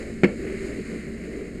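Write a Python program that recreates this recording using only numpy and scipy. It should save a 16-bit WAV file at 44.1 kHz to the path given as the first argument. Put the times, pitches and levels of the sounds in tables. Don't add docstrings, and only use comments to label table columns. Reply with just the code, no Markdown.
import sys
import numpy as np
from scipy import signal
from scipy.fft import rfft, irfft, next_fast_len
from scipy.io import wavfile
from scipy.ndimage import uniform_filter1d, map_coordinates

SR = 44100
rng = np.random.default_rng(int(sys.argv[2]) if len(sys.argv) > 2 else 0)


def master(y):
    cut = np.clip(np.atleast_2d(y).T, -1, 1)
    pcm = np.round(cut * 32767)
    wavfile.write(sys.argv[1], SR, pcm.astype(np.int16))


N = 70560


def amp(db):
    return 10 ** (np.asarray(db) / 20)


def unit(x):
    return x / np.sqrt(np.mean(x ** 2) + 1e-20)


def curve(rows):
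    return np.interp(np.arange(N) / SR, *np.transpose(rows))


def wobble(per_second):
    return map_coordinates(rng.standard_normal(2 ** 12), [np.arange(N) * per_second / SR], mode="mirror")


def filtered(x, gain_at):
    size = next_fast_len(N + SR // 2)
    hz = np.fft.rfftfreq(size, 1 / SR)
    return irfft(rfft(x, size) * gain_at(hz), size)[:N]


def noise(colour):
    row_hz, db = np.transpose(colour)
    white = rng.standard_normal(N)
    return unit(filtered(white, lambda hz: amp(np.interp(np.log(hz + 1), np.log(row_hz + 1), db))))


# time in seconds, level in dB.
ROAR_LOUDNESS = [(0, -41.5), (.15, -38), (.33, -47), (.4, -34), (.5, -40), (.72, -33), (.82, -39),
                 (.93, -37), (1.1, -37.5), (1.6, -39)]
HOLLOW_LOUDNESS = [(0, -34.5), (.18, -43.5), (.3, -30), (.37, -42), (.46, -34), (.61, -41), (.67, -30),
                   (.72, -32.5), (.83, -45), (.93, -35.5), (1.03, -42.5), (1.28, -40), (1.43, -36.5),
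                   (1.48, -38.5), (1.6, -45)]
WHINE_LOUDNESS = [(0, -46.5), (.36, -45.5), (.44, -32.5), (.58, -38), (.67, -31.5), (.75, -48), (1.6, -45.5)]
RUMBLE_LOUDNESS = [(0, -43), (.4, -44), (.72, -39), (.85, -50.5), (1.3, -47), (1.6, -46.5)]
# frequency in Hz, relative strength in dB.
ROAR_COLOUR = [(60, -19), (105, -19), (128, -3.5), (150, -9), (180, 2.5), (235, -3.5), (270, -2.5),
               (320, -6), (450, -17), (900, -55.5)]
HOLLOW_COLOUR = [(180, -79), (280, -5.5), (335, -4.5), (385, -3.5), (430, -5.5), (470, -7), (520, -14.5),
                 (610, -16.5), (720, -25), (900, -38.5), (1500, -37), (3000, -93)]
WHINE_COLOUR = [(250, -56), (355, -22), (374, -0.5), (386, 1), (402, -2.5), (422, -18), (600, -71)]
RUMBLE_COLOUR = [(10, -7), (25, 0), (48, 2.5), (70, -8), (110, -2), (200, -38), (500, -68)]

def fire(flutter_db=1.5):
    flutter = amp(flutter_db * wobble(26.84))
    roar = amp(curve(ROAR_LOUDNESS)) * noise(ROAR_COLOUR)
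    hollow = amp(curve(HOLLOW_LOUDNESS)) * noise(HOLLOW_COLOUR)
    whine = amp(curve(WHINE_LOUDNESS)) * noise(WHINE_COLOUR)
    rumble = amp(curve(RUMBLE_LOUDNESS)) * noise(RUMBLE_COLOUR)
    return flutter * (roar + hollow) + whine + rumble


# time in seconds, level in dB.
HISS_LOUDNESS = [(0, -43), (.17, -49), (.35, -49), (.47, -41.5), (.67, -42.5), (.82, -44.5), (.93, -43),
                 (1.13, -47.5), (1.24, -45.5), (1.38, -47), (1.5, -49.5), (1.6, -49)]
FIZZ_LOUDNESS = [(0, -52), (.17, -57), (.43, -55), (.6, -53), (.67, -50), (.73, -53.5), (.85, -54),
                 (.93, -53.5), (1.15, -58), (1.36, -56.5), (1.5, -59), (1.6, -58)]
# frequency in Hz, relative strength in dB.
HISS_COLOUR = [(400, -6), (900, -23.5), (1200, -13.5), (1500, -10.5), (1800, -5), (2120, -1.5),
               (2500, -10.5), (2900, -15.5), (3450, -28.5), (5000, -48)]
FIZZ_COLOUR = [(2000, -42), (3450, -13.5), (4000, 0), (4500, 0), (5000, -3), (5500, -11), (5950, -16.5),
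               (6500, -1.5), (7100, -0.5), (8000, -4.5), (8700, -2.5), (9600, -20), (10300, -11),
               (11100, -10.5), (12000, -31), (13200, -36), (14800, -34)]

def water_spray(surge_db=0.32, hiss_grain_db=1.14, fizz_grain_db=0.65):
    hiss = unit(noise(HISS_COLOUR) * amp(hiss_grain_db * wobble(490)))
    fizz = unit(noise(FIZZ_COLOUR) * amp(-fizz_grain_db * wobble(700)))
    surge = amp(surge_db * wobble(34.6))
    return surge * (amp(curve(HISS_LOUDNESS)) * hiss + amp(curve(FIZZ_LOUDNESS)) * fizz)


def unsteady_tone(hz, db, pitch_drift=0.0065, waver_db=1.05):
    pitch_hz = hz * (1 + pitch_drift * wobble(11.6))
    phase = 2 * np.pi * np.cumsum(pitch_hz) / SR
    return np.sqrt(2) * amp(db + waver_db * wobble(6.35)) * np.sin(phase)


# time in seconds, level in dB.
DRONE_LOUDNESS = [(0, -40.5), (.6, -39), (.84, -45.5), (.92, -32.5), (1.03, -45.5), (1.13, -36.5),
                  (1.28, -43), (1.41, -40.5), (1.52, -50)]

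def machine():
    hum = unsteady_tone(hz=63.4, db=-45.5)
    drone = unsteady_tone(hz=226.1, db=curve(DRONE_LOUDNESS))
    return hum + drone


# start in seconds, thud level in dB, crack level in dB.
TAPS = [(0.2343, -6, -9.5), (0.2406, -18, -10.5), (0.2443, -44, -12.5), (0.245, -21.5, -16),
        (0.2544, -31.5, -21.5), (.274, -24, -45), (0.289, -26.5, -36)]
# pitch in Hz, relative strength in dB, seconds to fade by 60 dB.
HOUSING_NOTES = [(115, -28, 0.017), (197.4, -0.5, 0.08), (270.6, 5, 0.053), (363.4, 4, 0.066),
                 (487.7, -9, 0.091), (535, -14, 0.057), (613, -52, 0.05)]
# frequency in Hz, relative strength in dB.
CRACK_COLOUR = [(150, 3), (400, 7), (620, -4.5), (850, -6), (1300, -10.5), (1700, 7), (2150, 5),
                (2800, -7.5), (3400, -29.5), (4400, -15), (5800, -36), (7200, -23.5), (9500, -39),
                (11000, -36), (14000, -57)]

def knock(thud_rise_s=0.0019, crack_rise_s=0.00053, crack_fade_s=0.027, low_cut_hz=88):
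    taps = np.zeros(N)
    for start, thud_db, crack_db in TAPS:
        age = np.maximum(np.arange(N) / SR - start, 0)
        ring = sum(amp(db - 60 * age / fade_s) * np.sin(2 * np.pi * hz * age)
                   for hz, db, fade_s in HOUSING_NOTES)
        taps += amp(thud_db) * ring * (1 - np.exp(-age / thud_rise_s))
        crack = amp(crack_db - 60 * age / crack_fade_s) * noise(CRACK_COLOUR)
        taps += crack * (1 - np.exp(-age / crack_rise_s))
    bass_cut = signal.butter(2, low_cut_hz, "high", fs=SR, output="sos")
    return signal.sosfilt(bass_cut, taps)


def room_echo(x, fade_s=0.3, rise_s=0.005):
    t = np.arange(SR // 2) / SR
    tail = rng.standard_normal(len(t)) * amp(-60 * t / fade_s) * (1 - np.exp(-t / rise_s))
    return signal.fftconvolve(x, tail / np.linalg.norm(tail))[:N]


def scene(echo_db=-13):
    hit = knock()
    return (fire() + water_spray() + machine() + hit + amp(echo_db) * room_echo(hit))[None]


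def record(dry, loud_db=-7.5, turn_down_share=0.16, recover_db_per_s=11.5, ceiling_db=-3, top_hz=14700):
    x = dry[0]
    level_db = 10 * np.log10(np.abs(uniform_filter1d(x ** 2, size=256)) + 1e-12)
    too_loud_db = np.maximum(level_db - loud_db, 0)
    recovery_db = recover_db_per_s * np.arange(N) / SR
    drop_db = np.maximum.accumulate(turn_down_share * too_loud_db + recovery_db) - recovery_db
    x = x * amp(-drop_db)
    rounded = x / (1 + (x / amp(ceiling_db)) ** 4) ** (1 / 4)
    return filtered(rounded, lambda hz: hz < top_hz)[None]


dry = scene()
out = record(dry)
master(out)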